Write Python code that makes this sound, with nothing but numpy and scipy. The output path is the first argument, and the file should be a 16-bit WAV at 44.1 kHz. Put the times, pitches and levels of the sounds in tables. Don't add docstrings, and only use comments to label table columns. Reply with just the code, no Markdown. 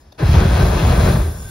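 import sys
import numpy as np
from scipy import signal
from scipy.fft import rfft, irfft, next_fast_len
from scipy.io import wavfile
from scipy.ndimage import uniform_filter1d

SR = 44100
rng = np.random.default_rng(int(sys.argv[2]) if len(sys.argv) > 2 else 0)


def store_pcm(level_fs):
    pcm = np.round(np.clip(level_fs, -1, 1) * 32767).astype(np.int16)
    wavfile.write(sys.argv[1], SR, np.atleast_2d(pcm).T)


N = 66150
TIME = np.arange(N) / SR
FFT_SIZE = next_fast_len(N + 4096)
BIN_HZ = np.arange(FFT_SIZE // 2 + 1) * SR / FFT_SIZE


def flame():
    # time in seconds, then the levels of thump, rumble, roar and jet in dB.
    levels = [(0.177, -57, -57, -67, -66), (0.181, -48, -42, -40, -49), (0.195, -32, -38.5, -31, -38),
              (0.208, -35, -28, -25, -37), (0.221, -30, -20, -22.5, -39.5), (0.253, -25, -25, -28, -35.5),
              (0.283, -26, -23, -28, -34), (0.297, -15, -13, -28, -33), (0.323, -9.5, -19, -28, -31),
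              (0.353, -13.5, -11, -21.5, -29), (0.385, -6.5, -20, -21, -30),
              (0.411, -17.5, -16.5, -21, -30), (0.431, -12.5, -17.5, -24, -34),
              (0.455, -14, -15, -23.5, -31.5), (0.481, -15, -24, -25.5, -33.5),
              (0.515, -13, -19.5, -23, -33.5), (0.537, -13, -19.5, -23, -30),
              (0.581, -16.5, -21.5, -24, -30.5), (0.617, -15, -11.5, -21, -29),
              (0.629, -9, -16, -23, -29.5), (0.707, -17.5, -20, -24.5, -33.5),
              (0.725, -17, -31, -24, -32.5), (0.757, -16, -18, -24.5, -33), (0.787, -16, -25, -23, -31),
              (0.813, -23, -16.5, -24, -31), (0.865, -13.5, -17.5, -23, -32.5), (0.905, -13, -15, -21, -31),
              (0.957, -17.5, -19, -22, -34), (0.989, -10, -15.5, -20, -33.5),
              (1.015, -15.5, -21.5, -24, -30), (1.031, -18, -14, -23.5, -32.5),
              (1.062, -12.5, -19, -19, -30.5), (1.094, -12.5, -14, -20, -31.5),
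              (1.118, -16.5, -16.5, -24, -34.5), (1.154, -14.5, -12.5, -25, -37),
              (1.18, -19, -19, -27.5, -40), (1.21, -13, -27, -29.5, -40), (1.236, -24, -33, -32, -42.5),
              (1.262, -18, -32, -32.5, -47), (1.313, -24.5, -29.5, -37, -50), (1.339, -33.5, -36, -40, -56),
              (1.39, -28.5, -36, -42, -59), (1.43, -32.5, -37, -44, -63), (1.46, -31, -38, -44.5, -62),
              (1.5, -49, -39, -46, -66)]
    # frequency in Hz, relative level in dB.
    thump_spectrum = [(20, -22), (32, -11.5), (45, -3.5), (62, 1.5), (85, -2), (110, -14.5), (200, -32.5)]
    rumble_spectrum = [(50, -32), (85, -5.5), (110, -0.5), (150, -3), (190, -7), (240, -17), (400, -39)]
    roar_spectrum = [(150, -38), (250, -5.5), (320, -0.5), (366, 3.5), (420, -1.5), (470, -2), (600, -3),
                     (800, -6.5), (1200, -9), (1430, -12), (1550, -8.5), (1680, -12.5), (1900, -18),
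                     (3000, -29.5)]
    jet_spectrum = [(1000, -8), (1900, -1.5), (2300, -1), (2580, 0), (3000, -4), (3370, -1.5), (3560, -2),
                    (3750, -6.5), (4060, -0.5), (4250, -4), (4700, -8), (5120, -5.5), (5500, -9.5),
                    (6000, -9.5), (9000, -25), (16000, -37)]
    thump = flicker(puffs(900, 1.54), thump_spectrum, band_db=0.95, rate_hz=16.2, common_db=-0.2)
    rumble = flicker(puffs(900, 1.87), rumble_spectrum, band_db=0.8, rate_hz=25, common_db=0.4)
    roar = flicker(puffs(6000, 1.34), roar_spectrum, band_db=1.15, rate_hz=18, common_db=0.22)
    jet = flicker(puffs(15000, 1.5), jet_spectrum, band_db=0.63, rate_hz=12.4, common_db=0.5)
    thump = compress(thump, 0.8, window_s=0.023)
    rumble = compress(rumble, 0.6, window_s=0.021)
    return sum(x * envelope(levels, column) for column, x in enumerate((thump, rumble, roar, jet), 1))


def ignition():
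    start_s, end_s, rise_s, decay_s = 0.2255, 0.269, 0.002, 0.004
    growth = np.clip((TIME - start_s) / (end_s - start_s), 0, 1)
    hz = np.interp(growth, [0, 1], [157, 48])
    level_db = np.interp(growth, [0, 1], [-10.25, -5.75])
    attack = np.clip((TIME - start_s) / rise_s, 0, 1)
    decay = np.exp(-np.maximum(TIME - end_s, 0) / decay_s)
    swing = np.sin(2 * np.pi * np.cumsum(hz * (TIME > start_s)) / SR)
    return swing * attack * decay * undb(level_db)


def nozzle():
    # time in seconds, level of the hiss in dB, gain of the whistle in dB.
    levels = [(0, -58, -60), (.06, -73, -74), (.176, -68, -72), (.19, -49.5, -58), (.23, -44, -46),
              (.3, -38.5, -44), (.7, -38, -38.5), (1.1, -36, -37), (1.25, -41, -43.5), (1.4, -42.5, -43),
              (1.5, -42.5, -41)]
    # frequency in Hz, relative level of the hiss in dB.
    spectrum = [(1000, -26), (1500, -14), (3000, -8.5), (6200, -7.5), (8000, -7.5), (9800, -2), (10400, -8),
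                (11000, -3.5), (12200, -7), (13000, -11), (14900, -12), (15300, -1.5), (15700, -2.5)]
    # mode frequency in Hz, bandwidth in Hz, relative level in dB.
    modes = [(1550, 45, -10.5), (3524, 58, -14), (4720, 62, -23), (5480, 220, -15), (6874, 310, -7),
             (7500, 160, -29), (8570, 75, -7), (9200, 200, -17), (9460, 110, -15.5), (11300, 350, -15.5),
             (12270, 120, -25)]
    hiss = flicker(noise(), spectrum, band_db=1.17, rate_hz=8.78, common_db=1.15)
    whistle = 0
    for hz, width, db in modes:
        mode = resonate(resonate(noise(), hz, width), hz, width)
        whistle += at_level(mode * undb(1.5 * wander(rate_hz=18)), db)
    return hiss * envelope(levels, column=1) + whistle * envelope(levels, column=2)


def trigger():
    # time of the peak in seconds, level in dB, Gaussian width in seconds.
    scrapes = [(0.125, -44, 0.003), (0.15, -59, 0.003)]
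    # mode frequency in Hz, bandwidth in Hz, relative gain in dB.
    modes = [(3600, 300, 6), (4300, 900, 0), (5500, 1200, -7), (1730, 600, -6), (732, 300, 3),
             (2700, 1500, -6), (9000, 6000, -15)]
    rattle_db, rattle_s = -12, 0.012
    grit = noise()
    metal = sum(undb(db) * resonate(resonate(grit, hz, 2 * width), hz, width) for hz, width, db in modes)
    contact = 0
    for peak_s, db, width_s in scrapes:
        rattle = undb(rattle_db) * (TIME > peak_s) * np.exp(-abs(TIME - peak_s) / rattle_s)
        contact += undb(db) * (swell(peak_s, width_s) + rattle)
    return at_level(metal, 0) * contact


def distant_hum():
    hum = at_level(resonate(noise(), hz=65.4, width_hz=10.5), 0)
    return compress(hum, 0.99, window_s=0.024) * undb(-45.5) * swell(peak_s=0.078, width_s=0.022)


def lawn():
    # frequency in Hz, relative level in dB.
    spectrum = [(25, -14), (45, -9), (65, -4.5), (110, -16), (200, -21), (500, -23), (1000, -28.5),
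                (1400, -34), (1750, -30.5), (2100, -39.5), (5000, -39), (16000, -59)]
    return flicker(noise(), spectrum, band_db=1.2, rate_hz=19.0, common_db=0.4) * undb(-50.5)


def thin_tone():
    hz, width_hz, end_s = 5180, 30, 0.13
    tone = resonate(resonate(noise(), hz, 2 * width_hz), hz, width_hz)
    return at_level(tone, -69) * (TIME < end_s)


def stereo_image(pair):
    # frequency in Hz, phase lead of the left in radians, likeness 0-1, left minus right in dB.
    image = [(0, 0, 1, -0.5), (249, 0, 1, 1.5), (340, 0.25, 1, 0), (426, 0.5, 0.95, -1), (585, 1, 0.5, 13),
             (850, -1.04, 1, 7), (1320, 1.5, 0.45, 7), (1624, -0.75, 1, 1.5), (1820, 1, 0.84, 3.5),
             (2590, 0.45, 0.52, -0.5), (3040, 2.5, 0.55, 4.5), (3260, 6.5, 0.67, -1), (4600, 6.5, 0.75, -1),
             (4700, 5.5, 0.8, 2.5), (6000, 7.5, 0.1, 0), (7074, 9, 1, 1), (8510, 9.5, 1, -3),
             (8950, 10.5, 0.46, 3), (9850, 11.5, 0.8, 2), (10000, 13, .99, -3), (11800, 13, 0.93, 0),
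             (12700, 13.5, .35, 1), (13200, 15.5, .99, 1), (15300, 16, .99, 0), (15560, 17, .6, -1)]
    hz, *columns = np.array(image).T
    lead, likeness, pan_db = (np.interp(BIN_HZ, hz, column) for column in columns)
    likeness = np.clip(likeness, 0, 1)
    left, other = rfft(pair, FFT_SIZE)
    right = likeness * left * np.exp(-1j * lead) + np.sqrt(1 - likeness ** 2) * other
    return irfft(np.array([left * undb(pan_db / 2), right * undb(-pan_db / 2)]), FFT_SIZE)[:, :N]


def puffs(per_s, scatter_db):
    hits = rng.random((2, N)) < per_s / SR
    return hits * rng.standard_normal((2, N)) * undb(scatter_db * rng.exponential(size=(2, N)))


def flicker(x, spectrum, band_db, rate_hz, common_db):
    half_octaves = 2 * np.log2(np.maximum(BIN_HZ, 1))
    hz, db = np.array(spectrum).T
    knots = 2 * np.log2(hz)
    coloured = rfft(x, FFT_SIZE) * undb(np.interp(half_octaves, knots, db, left=-80))
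    total = 0
    for centre in range(int(knots[0]), int(knots[-1]) + 2):
        triangle = np.clip(1 - abs(half_octaves - centre), 0, 1)
        band = irfft(coloured * triangle, FFT_SIZE)[:, :N]
        total += band * undb(band_db * wander(rate_hz))
    return at_level(total * undb(common_db * wander(rate_hz)), 0)


def wander(rate_hz):
    hold = int(SR / rate_hz)
    steps = np.repeat(rng.standard_normal(N // hold + 1), hold)
    drift = uniform_filter1d(uniform_filter1d(steps, hold), hold)[:N]
    return (drift - drift.mean()) / drift.std()


def compress(x, amount, window_s):
    window = int(window_s * SR)
    power = uniform_filter1d(uniform_filter1d(x ** 2, window), window)
    return at_level(x * (power + 0.05) ** (-amount / 2), 0)


def resonate(x, hz, width_hz):
    return signal.lfilter(*signal.iirpeak(hz, hz / width_hz, SR), x)


def envelope(table, column):
    rows = np.array(table)
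    return undb(np.interp(TIME, rows[:, 0], rows[:, column], left=-120))


def swell(peak_s, width_s):
    return np.exp(-((TIME - peak_s) / width_s) ** 2 / 2)


def noise():
    return rng.standard_normal((2, N))


def at_level(x, db):
    return x * undb(db) / np.sqrt(np.mean(x ** 2))


def undb(db):
    return 10 ** (np.asarray(db) / 20)


def scene():
    background = lawn() + thin_tone() + distant_hum()
    return stereo_image(flame() + ignition() + nozzle() + trigger() + background)


def record(dry):
    bass_cut = signal.butter(2, 33, "high", fs=SR, output="sos")
    top_cut = signal.ellip(14, 0.2, 80, 15720, fs=SR, output="sos")
    rounded = np.tanh(0.83 * signal.sosfilt(bass_cut, dry)) / 0.76
    return signal.sosfilt(top_cut, rounded)


dry = scene()
out = record(dry)
store_pcm(out)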